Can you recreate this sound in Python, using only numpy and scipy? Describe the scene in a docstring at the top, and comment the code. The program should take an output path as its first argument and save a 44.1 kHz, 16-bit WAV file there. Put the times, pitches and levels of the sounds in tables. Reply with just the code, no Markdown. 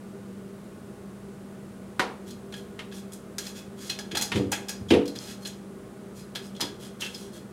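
"""In a small tiled room, a cat bats a plastic straw around an empty bathtub while a fan hums.
Paws knock on the tub wall, and paws and straw scuff over the enamel. The straw clicks, and the air
inside it rings like a short open pipe. The whole tub booms when the cat jumps down and pounces.
There is one tiny dry tick, and near the end the straw squeaks as it sticks and slips."""
import sys
import numpy as np
from scipy import signal
from scipy.fft import rfft, irfft
from scipy.io import wavfile
from scipy.ndimage import uniform_filter1d

SR = 44100
rng = np.random.default_rng(int(sys.argv[2]) if len(sys.argv) > 2 else 0)


def file_out(sig):
    """Save sig as 16-bit WAV at sys.argv[1]."""
    # one column per channel
    cols = np.atleast_2d(sig).T
    # limit, then scale
    lim = np.clip(cols, -1, 1)
    pcm = np.round(lim * 32767).astype(np.int16)
    wavfile.write(sys.argv[1], SR, pcm)


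N = 331632
TAIL = 24000  # samples allowed for a hit to die away
HZ = np.fft.rfftfreq(2048, 1 / SR)  # the frequencies at which a click is shaped

# The tiled room's echo. Each row: frequency in Hz, seconds to fade by 60 dB.
ROOM_FADE = [(100, 0.55), (250, 0.48), (660, 0.54), (1740, 0.35), (4600, 0.3), (9000, 0.27), (15000, 0.24)]
# The fan's tones. Each row: pitch in Hz, level in dB.
FAN_TONES = [(60, -64.5), (120, -60.5), (196, -46), (209, -56.5), (392, -54.5)]
# The fan's rush of air. Each row: frequency in Hz, relative level in dB.
AIR_SPECTRUM = [(20, -22), (45, -20.5), (90, -2), (200, 0), (300, -4), (400, -2), (560, -9), (760, -14),
                (1400, -17), (2500, -24.5), (5500, -30.5), (9500, -28), (12500, -35.5), (16000, -38.5)]
# Narrow resonances that colour the fan's rush of air in the room.
# Each row: frequency in Hz, width in Hz, strength in dB.
AIR_PEAKS = [(139, 6.9, 4), (233, 23, 5), (343, 26, 4.5), (397.4, 4.4, 11.5), (490, 15.7, 5.5),
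             (628, 37, 5.5), (809, 5.2, 9), (1079, 8, 8), (1190, 7.3, 7.5), (1180, 15, -12),
             (1287, 16, 4.5), (1463, 7.1, 10.5)]
# Paws hit the tub wall. Each row: start in seconds, level in dB, claw share (0 all pad, 1 all claw).
PAW_KNOCKS = [(1.995, -19.5, 0.021), (2.7915, -37, 0.53), (4.3188, -27.5, 0.57), (4.358, -32, .45),
              (4.905, -25, 1), (4.908, -25.5, 0.78), (4.938, -29.5, 0.56), (6.354, -44, 0.77),
              (6.599, -37.5, 0), (6.621, -36, 0), (7.020, -37, 0.69)]
# The tone colour of a knock. Each row: frequency in Hz, relative level in dB.
KNOCK_SPECTRUM = [(60, -14), (200, -2), (500, 5.5), (650, -2), (930, 1.5), (1400, -0.5), (1900, -3),
                  (2450, -6.5), (3900, -7.5), (4700, -9.5), (8000, -19.5), (11000, -21.5), (16000, -45)]
# Notes of the tub's wall and rim. Each row: pitch in Hz, relative level in dB, seconds to fade by 60 dB.
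WALL_MODES = [(379, 5.5, 0.12), (445, 3, 0.086), (749, 1, 0.21), (860, -4, 0.19), (960, 3.5, 0.18),
              (1010, -9, 0.15), (1188, -11, 0.29), (1440, -5, 0.065), (1620, -10, 0.13), (1844, 2.5, 0.11),
              (2150, 5, 0.067), (3110, -5, 0.099), (4000, -17, 0.052)]
# A paw or the straw slides over the enamel. Each row: start in seconds, length in seconds, level in dB.
SLIDES = [(2.258, 0.058, -48.5), (2.552, 0.054, -48.5), (2.919, 0.096, -47.5), (3.405, 0.12, -44),
          (3.541, .068, -43.5), (3.764, 0.17, -44), (4.336, 0.064, -37.5), (4.882, .028, -42),
          (5.155, 0.16, -45.5), (5.248, 0.11, -43.5), (5.401, 0.05, -51.5), (5.459, .036, -45.5),
          (6.141, 0.091, -50), (6.416, 0.073, -51), (6.788, 0.11, -46), (6.993, 0.097, -36.5),
          (7.067, 0.23, -48.5), (7.314, 0.087, -49.5)]
# The tone colour of a plastic click. Each row: frequency in Hz, relative level in dB.
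CLICK_SPECTRUM = [(100, -9), (400, 0), (800, -1.5), (1050, -7), (1300, 1), (1900, 1.5), (3300, -0.5),
                  (6500, 0), (7600, -0.5), (8800, -1), (12500, -5.5), (16000, -17)]
# Harmonics of the air in the straw, plus two notes of its wall.
# Each row: frequency in Hz, width in Hz, relative strength in dB.
STRAW_PEAKS = [(837, 84, 2), (1654, 42, 3.5), (2000, 90, -20), (2557, 35, 3), (3328, 190, 7),
               (4160, 102, 6), (4995, 82, 5.5), (5830, 120, -1), (6440, 100, -7), (6720, 230, -1)]
# The straw is hit or lands. Each row: start in seconds, level in dB, hardness (-1 dull, 1 sharp),
# boost of the lower tones in dB, seconds by which one end touches first.
STRAW_TAPS = [(2.307, -47.4, 0.021, -15, 0), (2.539, -40.3, -0.42, 4.5, 0.015),
              (2.923, -47, -0.39, 6, 0.0077), (3.133, -44.5, 0.92, -6, 0.012),
              (3.383, -31, .35, 0.5, 0.0012), (3.468, -41, 0.076, 0, 0.0039),
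              (3.899, -29.5, -0.52, -8, 0.0037), (3.989, -35.5, 0.37, 9, 0),
              (4.116, -38.5, -.85, -1, 0.0036), (4.153, -30, -0.19, 8.5, 0.0035),
              (4.171, -25.5, 0.094, 2, 0), (4.221, -26.5, 0.39, -2, 0.0091),
              (4.520, -28.5, 0.7, 9.5, 0.0029), (4.528, -28, -1, 3, 0), (4.692, -32, 0.31, 3, 0.0077),
              (5.078, -40, 0.18, -4, 0.022), (5.159, -41.5, 0.13, 4, 0.0056),
              (5.456, -37, -0.57, -3, 0.0057), (5.470, -40.5, 0.63, -1, 0.012),
              (6.357, -34, -.2, 3, 0.0058), (6.564, -48, -0.41, -11, 0.014), (6.612, -26.5, 0.17, 1, .006),
              (7.009, -38, 0.35, -9, 0.0031), (7.148, -44, -0.014, -10, 0.0032)]
# The cat lands on the tub floor. Each row: start in seconds, level in dB, centre of the blow in Hz.
LANDINGS = [(4.130, -32.5, 188), (4.319, -33, 137), (4.347, -23.5, 120), (4.3568, -22.5, 205),
            (4.3673, -26, 255), (4.398, -25.5, 318), (4.808, -32, 79), (4.909, -10, 355), (4.948, -17, 402),
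            (6.625, -33, 249)]
# The tone colour of a padded blow. Each row: frequency in Hz, relative level in dB.
THUD_SPECTRUM = [(30, -38), (60, -16), (95, 7.5), (160, -4.5), (240, 4.5), (480, -3), (620, -9),
                 (1000, -14), (3000, -17)]
# Low notes of the tub's shell. Each row: pitch in Hz, relative level in dB, seconds to fade by 60 dB.
SHELL_MODES = [(87.7, -1, 0.42), (115, -26, 0.2), (195.4, -2, 0.5), (274, -13, 0.1), (289.5, 2, 0.5),
               (320, 7, 0.099), (350.4, 5.5, 0.21), (390.5, 0.5, 0.32), (432.6, 4, 0.33), (486, 1.5, 0.42),
               (545, -9.5, 0.39), (552, -23, 0.31), (720, -5, 0.21), (823, -5, 0.15), (900, -13, 0.32)]
# Straw squeaks. Each row: start in seconds, length in seconds, first and last pitch in Hz, level in dB.
SQUEAKS = [(7.015, 0.027, 3170, 2510, -32.5), (7.048, 0.028, 2870, 2560, -40),
           (7.143, 0.0086, 5140, 4900, -42.5)]


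def amp(db):
    """Turns decibels into a number to multiply by."""
    return 10 ** (np.asarray(db) / 20)


def unit_energy(x):
    """Scales a sound so that its squared samples add up to 1."""
    return x / np.sqrt(np.sum(x ** 2) + 1e-20)


def unit_rms(x):
    """Scales a sound so that its average power is 1."""
    return unit_energy(x) * np.sqrt(len(x))


def hit_level(db, sound):
    """Gives a hit as much energy as 20 ms of steady sound at this level."""
    return amp(db) * np.sqrt(0.02 * SR) * unit_energy(sound)


def look_up(points, hz):
    """Reads between the rows of a table, spacing frequencies by octaves."""
    row_hz, value = np.transpose(points)
    return np.interp(np.log(hz + 1), np.log(row_hz), value)


def add(mix, start_s, sound):
    """Adds a sound to the mix at its start time."""
    part = mix[round(start_s * SR):][:len(sound)]
    part += sound[:len(part)]


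def above(hz, edge_hz):
    """A smooth step from 0 below an edge to 1 above it."""
    return hz ** 4 / (hz ** 4 + edge_hz ** 4)


def bump(hz, centre_hz, octaves):
    """A bell curve of height 1 around a frequency."""
    return np.exp(-0.5 * (np.log2((hz + 1) / centre_hz) / octaves) ** 2)


def resonances(peaks, hz):
    """The power that a set of resonant peaks adds at each frequency."""
    return sum(amp(db) ** 2 / (1 + (2 * (hz - centre) / width) ** 2) for centre, width, db in peaks)


def drift(rate_hz):
    """A slow random wobble, mostly slower than the given rate."""
    hz = np.fft.rfftfreq(N, 1 / SR)
    return unit_rms(irfft(rfft(rng.standard_normal(N)) * np.exp(-(hz / rate_hz) ** 2), N))


def pulse(colour_db):
    """A click with this tone colour and its energy packed at the start (minimum phase)."""
    log_gain = np.log(amp(np.r_[colour_db, colour_db[-2:0:-1]]) + 1e-6)
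    click = np.fft.ifft(np.exp(np.conj(signal.hilbert(log_gain)))).real
    return np.pad(unit_energy(click), (0, TAIL - len(click)))


def room(sound, direct_db, tub_db, tub_fade_s):
    """Sound arrives directly, as quick echoes between the tub walls, and as the room's fading wash."""
    t = np.arange(TAIL) / SR
    hz, frame_s, noise = signal.stft(rng.standard_normal(TAIL), SR, nperseg=256)
    fade = amp(-60 * frame_s / look_up(ROOM_FADE, hz)[:, None])
    wash = signal.istft(noise * fade, SR, nperseg=256)[1][:TAIL]
    wash *= 1 - np.exp(-t / 0.0063)
    echoes = rng.choice([-1, 1], TAIL) * (rng.random(TAIL) < 7000 / SR)  # about 7000 a second
    response = unit_energy(wash) + amp(tub_db) * unit_energy(echoes * amp(-60 * t / tub_fade_s))
    response[0] += amp(direct_db)
    return signal.fftconvolve(sound, unit_energy(response))


def fan(air_db=-45, waver_db=2.0, fuzz=0.43):
    """Motor and blade tones waver in the swirling air, over a steady rush."""
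    t = np.arange(N) / SR
    bins_hz = np.fft.rfftfreq(N, 1 / SR)
    colour = amp(look_up(AIR_SPECTRUM, bins_hz)) * np.sqrt(1 + resonances(AIR_PEAKS, bins_hz))
    sound = amp(air_db) * unit_rms(irfft(rfft(rng.standard_normal(N)) * colour, N))
    for hz, db in FAN_TONES:
        phase = 2 * np.pi * hz * t + 0.0017 * hz * drift(9.8)  # higher tones wander more
        tone = np.sin(phase) * amp(waver_db * drift(3.8)) + fuzz * drift(10) * np.cos(phase)
        sound += amp(db) * unit_rms(tone)
    return sound


def tub_ring(modes, force_db, build_s):
    """The tub's own notes (modes) build up as the wave spreads through it, then die away."""
    hz, db, fade_s = np.transpose(modes)[:, :, None]
    t = np.arange(TAIL) / SR
    size = amp(db + force_db(hz) + rng.standard_normal(hz.shape))
    size[::2] *= -1  # neighbouring modes move in opposite directions
    waves = size * amp(-60 * t / fade_s) * np.cos(2 * np.pi * hz * t)
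    return unit_energy(waves.sum(0) * (1 - np.exp(-t / build_s)))


def paw_knock(db, claw):
    """A soft pad makes the tub wall ring; a claw gives a brighter crack and less ring."""
    bass_db, treble_db, ring_db = -5 - 6 * claw, -5.5 + 10 * claw, -4 - 6 * claw

    def force_db(hz):
        claw_db = 14.5 * claw * bump(hz, 2800, octaves=0.34)
        return claw_db + bass_db * (1 - above(hz, 1110)) + treble_db * above(hz, 2700)
    contact = pulse(look_up(KNOCK_SPECTRUM, HZ) + force_db(HZ))
    crack = room(contact, direct_db=-5.5, tub_db=5, tub_fade_s=0.1)[:TAIL]
    ring = tub_ring(WALL_MODES, force_db, build_s=0.0084)
    return hit_level(db, unit_energy(crack) + amp(ring_db) * ring)


def straw_pipe(ring_db, scatter_db=3.0, detune=0.0067):
    """The boost in dB from the straw's resonances; each touch varies their pitch and strength."""
    hz, width, db = np.transpose(STRAW_PEAKS)
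    weight, shift = rng.standard_normal((2, len(hz)))
    peaks = zip(hz * (1 + detune * shift), width, db + ring_db + scatter_db * weight)
    return 10 * np.log10(1 + resonances(peaks, HZ))


def slide(length_s, db, light_stroke_db=-48, slips_per_s=5000):
    """Many tiny slips, each a faint click into the straw; pressing harder sounds duller."""
    stroke = np.sqrt(np.hanning(round(length_s * SR)))
    size = rng.standard_normal(TAIL)[:len(stroke)]
    slipping = rng.random(TAIL)[:len(stroke)] < slips_per_s / SR
    slips = unit_rms(size * slipping) * stroke
    treble_db = -2 - 0.81 * (db - light_stroke_db)
    contact_db = treble_db * above(HZ, 5600) - 8 * (1 - above(HZ, 3800))
    click = pulse(look_up(CLICK_SPECTRUM, HZ) + contact_db + straw_pipe(ring_db=3))
    return amp(db) * room(signal.fftconvolve(slips, click), direct_db=3, tub_db=-6, tub_fade_s=0.034)


def straw_tap(db, hardness, body_db, snap_db=-30):
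    """A plastic click sets the air in the straw ringing; a harder touch is higher and sharper."""
    treble_db, bright_hz = 1 + 12 * hardness, 4400 * 2 ** hardness
    contact_db = body_db * (1 - above(HZ, 2200)) + treble_db * above(HZ, 5700)
    contact_db += 4.5 * bump(HZ, bright_hz, octaves=0.26)
    colour_db = look_up(CLICK_SPECTRUM, HZ) + contact_db + straw_pipe(ring_db=6.5)
    click = room(pulse(colour_db), direct_db=-15.5, tub_db=4, tub_fade_s=0.069)
    snap = pulse(colour_db + 20 * above(HZ, 7000))  # bright and dry, added very faintly to the click
    return hit_level(db, unit_energy(click)[:TAIL] + amp(snap_db) * snap)


def landing(db, centre_hz, middling_hz=246):
    """The cat's weight booms in the tub; a quicker footfall is higher, wider and rings the shell more."""
    octaves_up = np.log2(centre_hz / middling_hz)
    spread = 2 ** (0.78 + 0.25 * octaves_up)

    def force_db(hz):
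        band = above(hz, centre_hz / spread) * (1 - above(hz, centre_hz * spread))
        return 10 * np.log10(band + 1e-9)
    contact = pulse(look_up(THUD_SPECTRUM, HZ) + force_db(HZ))
    thud = room(contact, direct_db=1.5, tub_db=3.5, tub_fade_s=0.3)[:TAIL]
    ring = tub_ring(SHELL_MODES, force_db, build_s=0.0079)
    boom = unit_energy(thud) + amp(4.5 * octaves_up) * ring
    rumble_cut = signal.butter(3, 60, "highpass", fs=SR, output="sos")
    return hit_level(db, signal.sosfilt(rumble_cut, boom))


def tick(hz, db):
    """A tiny dry tick: a few vibrations with no echo."""
    return hit_level(db, pulse(40 * (bump(HZ, hz, octaves=0.51) - 1)))


def straw_squeak(length_s, start_hz, end_hz, db, roughness=0.046):
    """The straw sticks and slips on the enamel, in an unsteady tone that falls as it slows."""
    count = round(length_s * SR)
    jitter = unit_rms(uniform_filter1d(rng.standard_normal(TAIL), size=30))[:count]
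    hz = np.linspace(start_hz, end_hz, count) * (1 + roughness * jitter)
    tone = np.sin(2 * np.pi * np.cumsum(hz) / SR) * signal.windows.tukey(count, 0.5)
    return hit_level(db, room(tone, direct_db=6, tub_db=5, tub_fade_s=0.053))


def scene():
    """Lays the sounds of the cat's play over the fan."""
    mix = fan()
    for start_s, db, hardness, body_db, lead_s in STRAW_TAPS:
        add(mix, start_s, straw_tap(db, hardness, body_db))
        if lead_s > 0.0025:  # one end touches first, more softly
            add(mix, start_s - lead_s, straw_tap(db - 5, hardness, body_db))
    for source, table in (paw_knock, PAW_KNOCKS), (landing, LANDINGS), (slide, SLIDES):
        for start_s, *settings in table:
            add(mix, start_s, source(*settings))
    add(mix, 5.1888, tick(hz=5200, db=-41.5))
    for start_s, *settings in SQUEAKS:
        add(mix, start_s, straw_squeak(*settings))
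    return mix[None]


def record(dry):
    """Removes the very highest treble, above 15900 Hz."""
    treble_cut = signal.firwin(511, 15900, window=("kaiser", 9), fs=SR)
    return signal.oaconvolve(dry, treble_cut[None], "same")


dry = scene()
out = record(dry)
file_out(out)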